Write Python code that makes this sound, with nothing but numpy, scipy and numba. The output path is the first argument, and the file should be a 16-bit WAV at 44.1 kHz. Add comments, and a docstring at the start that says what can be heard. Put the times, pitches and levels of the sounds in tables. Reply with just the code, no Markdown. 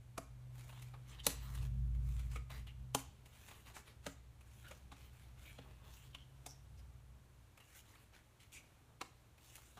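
"""Dealing cards onto a table

Playing cards are dealt one by one onto a wooden table in a quiet, furnished living room.
Each card rubs off the deck (filtered noise), ticks against its neighbours and is snapped down
(noise bursts through resonances), knocking the table top (decaying sines). A sleeve rustles.
A low drone of wavering sines and rumble, probably an engine outside, swells and fades under faint hiss."""
import sys
import numpy as np
from scipy import signal
from scipy.fft import rfft, irfft, next_fast_len
from scipy.io import wavfile
from scipy.ndimage import uniform_filter1d, map_coordinates
from numba import njit

SR = 44100
rng = np.random.default_rng(int(sys.argv[2]) if len(sys.argv) > 2 else 0)


def generate_wav(sig):
    """Save sig (samples, or channels by samples) to the path in sys.argv[1] as 16-bit PCM at SR."""
    pcm = np.round(np.clip(np.atleast_2d(sig).T, -1, 1) * 32767).astype(np.int16)
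    wavfile.write(sys.argv[1], SR, pcm)


N = 431738
T = np.arange(N) / SR
CONTACT_LEAD_S = 1 / 50  # build-up ahead of each contact

# cards snapped down: (time [s], slap [dB], flex [dB], crack [dB], flutter t60 [s], table knock [dB],
#   spot across the table [0-1], lower slap note [Hz], upper slap note [Hz], upper against lower [dB],
#   flex note [Hz], flex note against the broad flex [dB])
SNAP_EVENTS = [ (0.1802, -52, -62, -59, 0.029, -48, 0.25, 670, 1154, -1, 2360, -5),
               (1.2675, -47.5, -43, -39, 0.027, -42, 0.44, 618, 834, 0.5, 3950, 2),
               (2.3601, -59.5, -61, -70.5, 0.075, -58, .4, 483, 1216, 7, 2320, 13),
               (2.949, -44.5, -49, -45.5, 0.03, -39, 0.11, 810, 1020, -1, 2990, -1),
               (4.066, -54.5, -58, -60, 0.047, -45.5, 0.57, 600, 1320, 0, 2600, -11),
               (4.712, -63.5, -67, -71.5, .06, -65, 0.28, 600, 1270, -2, 2390, 6),
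               (4.9192, -65, -69, -75, 0.09, -60, 0.52, 840, 1180, 5, 3470, -6),
               (5.587, -66, -69, -82, 0.058, -55.5, 0.44, 580, 830, -7, 2850, -1.5),
               (6.149, -69.5, -59.5, -75, 0.04, -68, 0.22, 1097, 1600, -4, 2860, 13),
               (6.464, -64, -65.5, -60, .05, -59.5, 0.1, 734, 810, -8, 3580, 1.5),
               (9.015, -54.5, -56, -61.5, 0.032, -61, .3, 756, 1010, 4, 3910, -1.5),
               (9.773, -65.5, -73.5, -78, 0.11, -63, 0.4, 810, 1320, 8, 3010, -5)]
# colour of air squeezed from under a card: (frequency [Hz], gain [dB])
SLAP_COLOUR = [(100, -8), (300, -1), (520, -2), (800, -0.5), (1250, -2), (1700, -12.5), (4000, -50)]
# colour of a bending card: (frequency [Hz], gain [dB])
FLEX_COLOUR = [(900, -16), (1500, 0), (2300, 7), (4100, 6.5), (5000, -4), (8000, -32)]
# colour of a card's crisp edge: (frequency [Hz], gain [dB])
CRACK_COLOUR = [(3000, -19.5), (5000, 0), (6800, 0.5), (10500, 0), (13000, -2.5), (16000, -7.5)]


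def undb(db):
    """Decibels to gain."""
    return 10 ** (np.asarray(db) / 20)


def unit(x):
    """Scale to rms 1."""
    return x / np.sqrt(np.mean(x ** 2))


def decay(t, t60):
    """Exponential fall by 60 dB in t60 seconds."""
    return np.exp(-np.log(1000) * t / t60)


def add(out, x, s):
    """Mix x into out from time s on."""
    i = int(s * SR)
    out[i:i + len(x)] += x[:max(N - i, 0)]


def colour(x, points, size=4096):
    """Minimum-phase filter with the given (Hz, dB) outline, made by folding the cepstrum."""
    hz, db = np.transpose(points)
    log_hz = np.log(np.fft.rfftfreq(size, 1 / SR) + 1)
    gain = undb(np.interp(log_hz, np.log(hz), db))
    cepstrum = irfft(np.log(gain))
    cepstrum[1:size // 2] *= 2
    cepstrum[size // 2 + 1:] = 0
    impulse = irfft(np.exp(rfft(cepstrum)))
    return signal.fftconvolve(x, impulse)[:len(x)]


def ring(x, hz, q):
    """One fixed resonance."""
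    return signal.lfilter(*signal.iirpeak(min(hz, SR / 2 - 1), q, fs=SR), x)


def walk(rate_hz):
    """Smooth random wander with rms 1."""
    k = int(SR / rate_hz)
    steps = np.repeat(rng.standard_normal(N // k + 1), k)
    return unit(uniform_filter1d(steps, k)[:N])


def grains(n, spread_db):
    """Tiny slips of paper fibres, a few much larger than the rest: noise of random level, rms 1."""
    return unit(rng.standard_normal(n) * undb(spread_db * rng.standard_normal(n)))


def contact(t60, rise_s, click, spread_db):
    """A card meets something: a quick build-up, one sharp click, then dying flutter."""
    t = np.arange(SR // 10) / SR - CONTACT_LEAD_S
    envelope = np.where(t < 0, np.exp(-np.abs(t) / rise_s), decay(np.abs(t), t60))
    flutter = grains(len(t), spread_db) * envelope
    impulse = signal.unit_impulse(len(t), np.argmin(np.abs(t)))
    return flutter / np.linalg.norm(flutter) + click * impulse


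def snaps():
    """A bent card lets go: air slaps out beneath it, the sheet rings briefly, its edge cracks."""
    # the louder its crack, the crisper a snap:
    # (crack level [dB], crack resonance [Hz], build-up [s], click against flutter [ratio])
    crispness = [(-72, 5000, 0.0029, 0.11), (-59, 5400, 0.0024, 0.44), (-39, 9400, 0.00083, 0.69)]
    slap_q, slap_body_db = 8.8, -3.5
    crack_rise_s = 0.0014
    out = np.zeros(N)
    steps, *traits = np.transpose(crispness)
    for (s, slap_db, flex_db, crack_db, t60, _, _,
         lower_hz, upper_hz, upper_db, flex_hz, note_db) in SNAP_EVENTS:
        crack_hz, rise_s, click = (np.interp(crack_db, steps, trait) for trait in traits)
        push = contact(t60, rise_s, click, spread_db=6.0)
        lower = unit(ring(push, lower_hz, slap_q))
        upper = unit(ring(push, upper_hz, slap_q))
        body = unit(ring(push, np.sqrt(lower_hz * upper_hz), 1.5))
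        puff = lower + undb(upper_db) * upper + undb(slap_body_db) * body
        flex_note = unit(ring(push, flex_hz, 7.0))
        flex = unit(colour(push, FLEX_COLOUR)) + undb(note_db) * flex_note
        edge = contact(t60, crack_rise_s, click, spread_db=6.0)
        crack = colour(ring(edge, crack_hz, 0.93), CRACK_COLOUR)
        x = undb(slap_db) * unit(colour(puff, SLAP_COLOUR))
        x += undb(flex_db) * unit(flex)
        x += undb(crack_db) * unit(crack)
        add(out, x, s - CONTACT_LEAD_S)
    return out


def knocks(detune=.012):
    """Fingers press the card home; the table's modes answer in strengths that depend on the spot."""
    # table-top modes: (nominal frequency [Hz], level against the knock [dB], t60 [s])
    table_modes = [(168, 0, 0.13), (215, -3.5, 0.095), (272, -0.5, 0.22), (428, 0.5, 0.07),
                   (502, -7, 0.053), (610, -10.5, 0.046)]
    knock_lag_s = 0.0012  # the fingers land just after the card
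    out, t = np.zeros(N), np.arange(SR // 3) / SR
    hz, db, t60 = np.transpose(table_modes)[:, :, None]
    for s, _, _, _, _, level_db, spot, *_ in SNAP_EVENTS:
        pitch_hz = hz * (1 + detune * rng.standard_normal(hz.shape))
        shape = np.sin(np.pi * spot * np.arange(1, len(hz) + 1))[:, None]
        modes = shape * undb(db + level_db) * np.sin(2 * np.pi * pitch_hz * t) * decay(t, t60)
        add(out, modes.sum(axis=0), s + knock_lag_s)
    return out


def ticks():
    """Card edges flick past each other, each bending the card at another pitch."""
    # (time [s], level of the flex part [dB], brightness [dB])
    tick_events = [(0.596, -78, 4), (0.695, -71, -1.5), (.728, -75, -5.5), (.775, -78, -4),
                   (.823, -71.5, 6.5), (0.941, -74, -9), (1.551, -70, 8), (1.95, -80, 0), (2.196, -72, 3.5),
                   (2.504, -66.5, -2.5), (2.671, -75, 0), (2.991, -69, 8), (3.26, -74.5, 3.5),
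                   (3.486, -69.5, 2.5), (3.513, -68.5, -1.5), (3.767, -71, -8.5), (4.41, -78.5, 2),
                   (4.684, -75, 7.5), (6.792, -82, 3), (7.577, -73.5, 1), (7.605, -75.5, 0.5),
                   (7.954, -77, -3), (9.381, -79, 2), (9.556, -70.5, 9.5), (9.581, -76, -3.5)]
    slap_rel_db, crack_rel_db = -2, -4.5  # against the flex; brightness trades slap for crack
    out = np.zeros(N)
    for s, level_db, bright_db in tick_events:
        push = contact(t60=0.061, rise_s=0.003, click=0.085, spread_db=3.0)
        bend = push + 1.13 * ring(push, rng.uniform(2000, 2800), 8.3)
        slap = unit(colour(ring(push, 1100, 1.0), SLAP_COLOUR))
        crack = unit(colour(push, CRACK_COLOUR))
        x = undb(slap_rel_db - bright_db) * slap
        x += unit(colour(bend, FLEX_COLOUR))
        x += undb(crack_rel_db + bright_db) * crack
        add(out, undb(level_db) * x, s - CONTACT_LEAD_S)
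    return out


def stroke(s, rise_s, fall_s, fullness):
    """The samples that a stroke of the hand spans, and its speed, peaking at time s."""
    span = (T > s - rise_s) & (T < s + fall_s)
    ramp = np.interp(T[span] - s, [-rise_s, 0, fall_s], [0, 1, 0])
    return span, np.sin(np.pi / 2 * ramp) ** fullness


@njit
def glide(x, hz, q):
    """One resonance whose pitch moves: a state-variable band-pass."""
    y, band, low = np.empty(len(x)), 0., 0.
    for i in range(len(x)):
        g = np.tan(np.pi * min(hz[i], .45 * SR) / SR)
        y[i] = (band + g * (x[i] - low)) / (1 + g * (g + 1 / q))
        band, low = 2 * y[i] - band, low + 2 * g * y[i]
    return y


def patchy(x, depth_db, rate_hz, count=13):
    """The touching patch of paper keeps changing, so each band swells and fades by itself."""
    centres = np.linspace(np.log(500), np.log(14000), count)
    spectrum = rfft(x)
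    log_hz = np.log(np.fft.rfftfreq(len(x), 1 / SR) + 1)
    out = np.zeros(N)
    for peak in np.eye(count):
        band = irfft(spectrum * np.interp(log_hz, centres, peak), len(x))[:N]
        out += band * undb(depth_db * walk(rate_hz))
    return unit(out)


def slides(catch_db=1.0, lurch_db=0.82, spread_db=4.5):
    """Paper rubs on paper, louder as the hand speeds up; the card resonates, rising as it slides clear."""
    # paper rubbing on paper: (frequency [Hz], gain [dB])
    rub_colour = [(200, 6), (600, 1), (1300, 4.5), (2600, -0.5), (4100, 0), (5200, -7), (9000, -23)]
    # treble of a quick brush: (frequency [Hz], gain [dB])
    hiss_colour = [(2500, -40), (4800, 2), (6800, 10.5), (10000, 4.5), (13000, 0), (16000, -2)]
    # finer treble of a card drawn flat over the deck: (frequency [Hz], gain [dB])
    sheen_colour = [(2500, -35), (4800, 1), (7000, 8.5), (10000, 4.5), (15500, 0.5)]
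    # a card is drawn off the deck or pushed along the table; one stops before its peak:
    # (start [s], fastest [s], end [s], rub [dB], hiss [dB], card resonance [dB], its pitch when fastest [Hz])
    draws = [(0.523, 0.623, 0.96, -69.5, -69.5, -75.5, 2460), (1.02, 1.26, 1.195, -67, -80, -74, 3600),
             (1.27, 1.3, 1.488, -71, -77.5, -87.5, 2430), (1.318, 1.65, 1.677, -63.5, -67, -95, 2500),
             (1.99, 2.191, 2.3, -72.5, -69, -78, 2760), (3.268, 3.416, 3.7, -71, -68.5, -75, 2660),
             (4.403, 4.65, 4.86, -75.5, -72.5, -78.5, 2700), (4.92, 5.02, 5.12, -74, -74, -73.5, 2700),
             (5.11, 5.14, 5.34, -73, -74, -79, 2500), (5.36, 5.475, 5.61, -70, -68.5, -71.5, 2600),
             (5.557, 5.68, 5.97, -75, -84, -85, 2540), (5.831, 5.952, 6.13, -71.5, -69, -73.5, 3070),
             (7.6, 7.763, 7.82, -80, -71, -74, 2420), (7.82, 7.895, 8.1, -73, -73.5, -81, 2380),
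             (9.38, 9.516, 9.83, -76.5, -69, -74.5, 2680)]
    # a card brushes quickly over another:
    # (fastest [s], rub [dB], hiss [dB], card resonance [dB], its pitch when fastest [Hz])
    brushes = [(1.099, -70, -65.5, -72, 2900), (1.258, -59, -56.5, -59, 4200),
               (2.322, -66, -64.5, -71, 2700), (2.521, -59, -65, -67, 2200), (2.574, -67, -70, -72, 2500),
               (3.68, -60, -67.5, -76, 2600), (3.763, -60.5, -61, -68, 2300),
               (3.88, -67, -72.5, -69.5, 2440), (4.054, -68, -72, -79, 2860), (4.66, -78, -101, -67, 1680),
               (7.768, -77, -67, -70.5, 2400), (8.151, -65.5, -72, -74, 1900),
               (8.421, -73, -69.5, -70, 2577), (8.546, -73, -58, -61, 3100)]
    # a tightly bent card zings: (peak time [s], pitch [Hz], level [dB], fall [s])
    zings = [(1.125, 2550, -68, .06), (1.201, 3100, -55, .035), (2.675, 2700, -60, 0.065),
             (4.68, 2860, -67, .025), (5.46, 2300, -67.5, .1), (6.137, 3030, -67, 0.011),
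             (6.185, 3063, -67.5, .11), (6.49, 5660, -60, 0.091), (4.105, 7560, -71, 0.064),
             (6.78, 5100, -72, .06), (7.605, 2780, -69, 0.079), (8.555, 2350, -62, 0.079)]
    crackle_per_s, crackle_db = 150, -6.5  # an edge catches now and then; level against even rubbing
    brush_rise_s, brush_fall_s, zing_rise_s = 0.031, 0.063, 0.013
    card_q, card_glide_oct_per_s, card_wander_oct = 3.0, 0.503, .1  # climbs as the overlap shortens
    scrape_s, scrape_db = 0.014, -12  # edge slips off the thumb around a snap; level against the flex
    skid_rise_s, skid_fall_s, skid_db = 0.031, 0.066, -14  # after a snap; against crack and flex

    catches = unit(rng.standard_normal(N) * (rng.random(N) < crackle_per_s / SR))
    fibres = patchy(grains(next_fast_len(N, True), spread_db), depth_db=3, rate_hz=28)
    unevenness = undb(catch_db * walk(130) + lurch_db * walk(28))
    slips = (fibres + undb(crackle_db) * catches) * unevenness
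    rub = unit(colour(slips, rub_colour))
    hiss = unit(colour(slips, hiss_colour))
    sheen = unit(colour(slips, sheen_colour))
    wander_oct = card_wander_oct * walk(23)
    out = np.zeros(N)

    moves = [(s, stroke(s, s - start, end - s, fullness=0.78), sheen, *rest)
             for start, s, end, *rest in draws]
    moves += [(s, stroke(s, brush_rise_s, brush_fall_s, fullness=1.3), hiss, *rest)
              for s, *rest in brushes]
    for s, (span, speed), treble, rub_db, hiss_db, card_db, hz in moves:
        card_hz = hz * 2 ** (card_glide_oct_per_s * (T[span] - s) + wander_oct[span])
        card = unit(glide(rub[span], card_hz, card_q))
        x = undb(rub_db) * rub[span] + undb(hiss_db) * treble[span] + undb(card_db) * card
        out[span] += speed * x

    for s, hz, level_db, fall_s in zings:
        span, speed = stroke(s, zing_rise_s, fall_s, fullness=3.0)
        out[span] += speed * undb(level_db) * unit(ring(slips[span], hz, 11.0))

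    for s, _, flex_db, crack_db, *_, flex_hz, _ in SNAP_EVENTS:
        span, speed = stroke(s, scrape_s, scrape_s / 2, fullness=0.69)
        scrape = unit(hiss[span] + 4.4 * ring(slips[span], flex_hz, 4.5))
        out[span] += speed * undb(flex_db + scrape_db) * scrape
        span, speed = stroke(s + skid_rise_s, skid_rise_s, skid_fall_s, fullness=1.5)
        skid = undb(crack_db) * hiss[span] + undb(flex_db) * rub[span]
        out[span] += speed * undb(skid_db) * skid
    return out


def bounce(x):
    """The table mirrors a sliding card; the reflection's lag sways as the hand moves, shifting the colour."""
    share, usual_lag_s, sway = 0.32, 0.001092, .22
    lag_s = usual_lag_s * np.exp(sway * walk(5))
    return x + share * map_coordinates(x, [(T - lag_s) * SR], order=3)


def sleeve():
    """Cloth drags over the table in soft, uneven rustles."""
    # (peak time [s], level [dB])
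    rustles = [(3.56, -71.5), (5.68, -69.5), (5.86, -68), (6.92, -79), (7.15, -78), (8.92, -74),
               (9.61, -79.5)]
    # cloth on wood: (frequency [Hz], gain [dB])
    cloth_colour = [(150, -11), (400, 2), (1100, 5), (1700, -10.5), (4000, -22.5)]
    rustle_s = 0.067  # rise, and again fall
    out = np.zeros(N)
    cloth = unit(colour(grains(N, 7.4), cloth_colour)) * undb(3.1 * walk(30))
    for s, level_db in rustles:
        span, speed = stroke(s, rustle_s, rustle_s, fullness=1.6)
        out[span] += speed * undb(level_db) * cloth[span]
    return out


def room(x, wet_db, gap_s=0.0029):
    """Scattered echoes from walls and furniture, soon soaked up: noise bands with their own decays."""
    # (band low [Hz], band high [Hz], t60 [s], level before wet_db [dB])
    room_bands = [(117, 483, 0.27, -19), (700, 2900, 0.32, -19), (1740, 4900, 0.61, -22),
                  (4430, 8200, 0.33, -15.5), (8880, 15000, 0.23, -14.5)]
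    t, tail = np.arange(SR // 2) / SR, 0
    onset = np.clip(t / gap_s - 1 / 2, 0, 1)
    for low_hz, high_hz, t60, db in room_bands:
        edges_hz = [low_hz, min(high_hz, SR / 2 - 1)]
        band_pass = signal.butter(3, edges_hz, "band", fs=SR, output="sos")
        echo = signal.sosfilt(band_pass, grains(len(t), 1.2)) * onset * decay(t, t60)
        tail = tail + undb(db) * unit(echo) / np.sqrt(len(t))  # unit energy before the level
    return x + undb(wet_db) * signal.fftconvolve(x, tail)[:N]


def tone(hz, level_db, waver_db, waver_hz):
    """One sine of the drone, wavering in pitch and level."""
    phase = 2 * np.pi * np.cumsum(hz + waver_hz * walk(14)) / SR
    return np.sqrt(2) * np.sin(phase) * undb(level_db + waver_db * walk(11))


def drone():
    """A boom, a hum, weaker tones and rumble; the weaker tones and rumble swell with the boom."""
    # strength before trim: (time [s], deep tone [dB], upper tone [dB])
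    drone_levels = [(0.0, -63, -58.5), (.27, -60.5, -62), (.4, -60.5, -54), (0.95, -62, -52.5),
                    (1.16, -57, -59.5), (1.45, -47.5, -52), (1.55, -45, -50), (1.62, -41, -43),
                    (1.78, -38.5, -44), (1.92, -37, -51.5), (2.06, -37.5, -44.5), (2.37, -44, -54),
                    (2.48, -57, -54), (2.61, -44.5, -59), (2.72, -56.5, -55), (2.82, -49, -56.5),
                    (2.98, -66, -49), (3.05, -55.5, -64), (3.35, -66, -67.5), (4.95, -60, -65.5),
                    (6.0, -61, -66), (6.539, -65.5, -63), (6.76, -56, -68.5), (7.58, -71, -73.5),
                    (9.79, -72, -73)]
    # the engine gathers speed twice: (time [s], deep tone [Hz], upper tone [Hz])
    engine_pitch = [(0, 56, 121.3), (.6, 56.5, 124), (1.5, 57.5, 126), (2.05, 58.6, 129), (3, 60, 125.4),
                    (4.2, 62, 117.8), (5.2, 65, 123), (5.5, 57, 125), (6.601, 62, 133), (7.3, 60, 131),
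                    (7.9, 57, 116.1), (9.79, 58, 118)]
    # weaker tones: (share of the upper tone's pitch [ratio], level at usual_db [dB],
    #   share of the deep tone's swell in dB [ratio])
    side_tones = [(0.489, -71.5, 0.56), (.605, -71, .4), (.74, -76, .85), (0.819, -77, 0.9),
                  (0.892, -75, 0.63), (1.6, -83.5, 0.81)]
    # rumble around the drone: (frequency [Hz], gain [dB])
    rumble_colour = [(25, -13), (38, -3.5), (52, -2.5), (75, -2), (110, -2), (150, -6.5), (175, -17.5),
                     (205, -13.5), (240, -20), (600, -56.5)]
    usual_db = -60  # deep tone before trim, reference for the swell
    deep_trim_db, upper_trim_db = -1.27, -1
    rumble_db, swell_share = -65, 0.54  # rumble level at usual_db; share of the swell it follows

    s, deep, upper = np.transpose(drone_levels)
    deep_db, upper_db = np.interp(T, s, deep), np.interp(T, s, upper)
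    s, deep, upper = np.transpose(engine_pitch)
    deep_hz, upper_hz = np.interp(T, s, deep), np.interp(T, s, upper)
    swell_db = deep_db - usual_db
    boom = tone(deep_hz, deep_db + deep_trim_db, waver_db=1.0, waver_hz=0.4)
    hum = tone(upper_hz, upper_db + upper_trim_db, waver_db=2.0, waver_hz=0.76)
    sides = sum(tone(ratio * upper_hz, db + share * swell_db, waver_db=2.5, waver_hz=0.65)
                for ratio, db, share in side_tones)
    rumble = unit(colour(rng.standard_normal(N), rumble_colour))
    return boom + hum + sides + rumble * undb(swell_share * swell_db + rumble_db)


def still_air():
    """Faint room hiss: coloured noise with a slightly wandering level."""
    # (frequency [Hz], gain [dB])
    air_colour = [(88, -21.5), (150, -5), (162, -9.5), (201, -10), (302, -10), (471, -14), (530, -13),
                  (595, -13.5), (827, -15), (1630, -18.5), (1830, -21), (2230, -20), (2550, -21.5),
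                  (12300, -29.5), (15500, -36.5)]
    air = unit(colour(rng.standard_normal(N), air_colour))
    return air * undb(-71.5 + 0.68 * walk(5.5))


def scene():
    """Cards and sleeve with room echoes, the table's knocks without, over the drone and still air."""
    snapped = room(snaps(), wet_db=-2.0)
    handled = room(ticks() + bounce(slides()) + sleeve(), wet_db=1.0)
    return (snapped + handled + knocks() + drone() + still_air())[None]


def record(dry):
    """The microphone has a shallow dip in the treble, and the recorder cuts the very top."""
    dip_hz, dip_q, dip_share, top_hz = 4930, 3.4, 0.36, 15450
    heard = dry - dip_share * ring(dry, dip_hz, dip_q)
    return signal.sosfilt(signal.ellip(10, .2, 70, top_hz, fs=SR, output="sos"), heard)


dry = scene()
out = record(dry)
generate_wav(out)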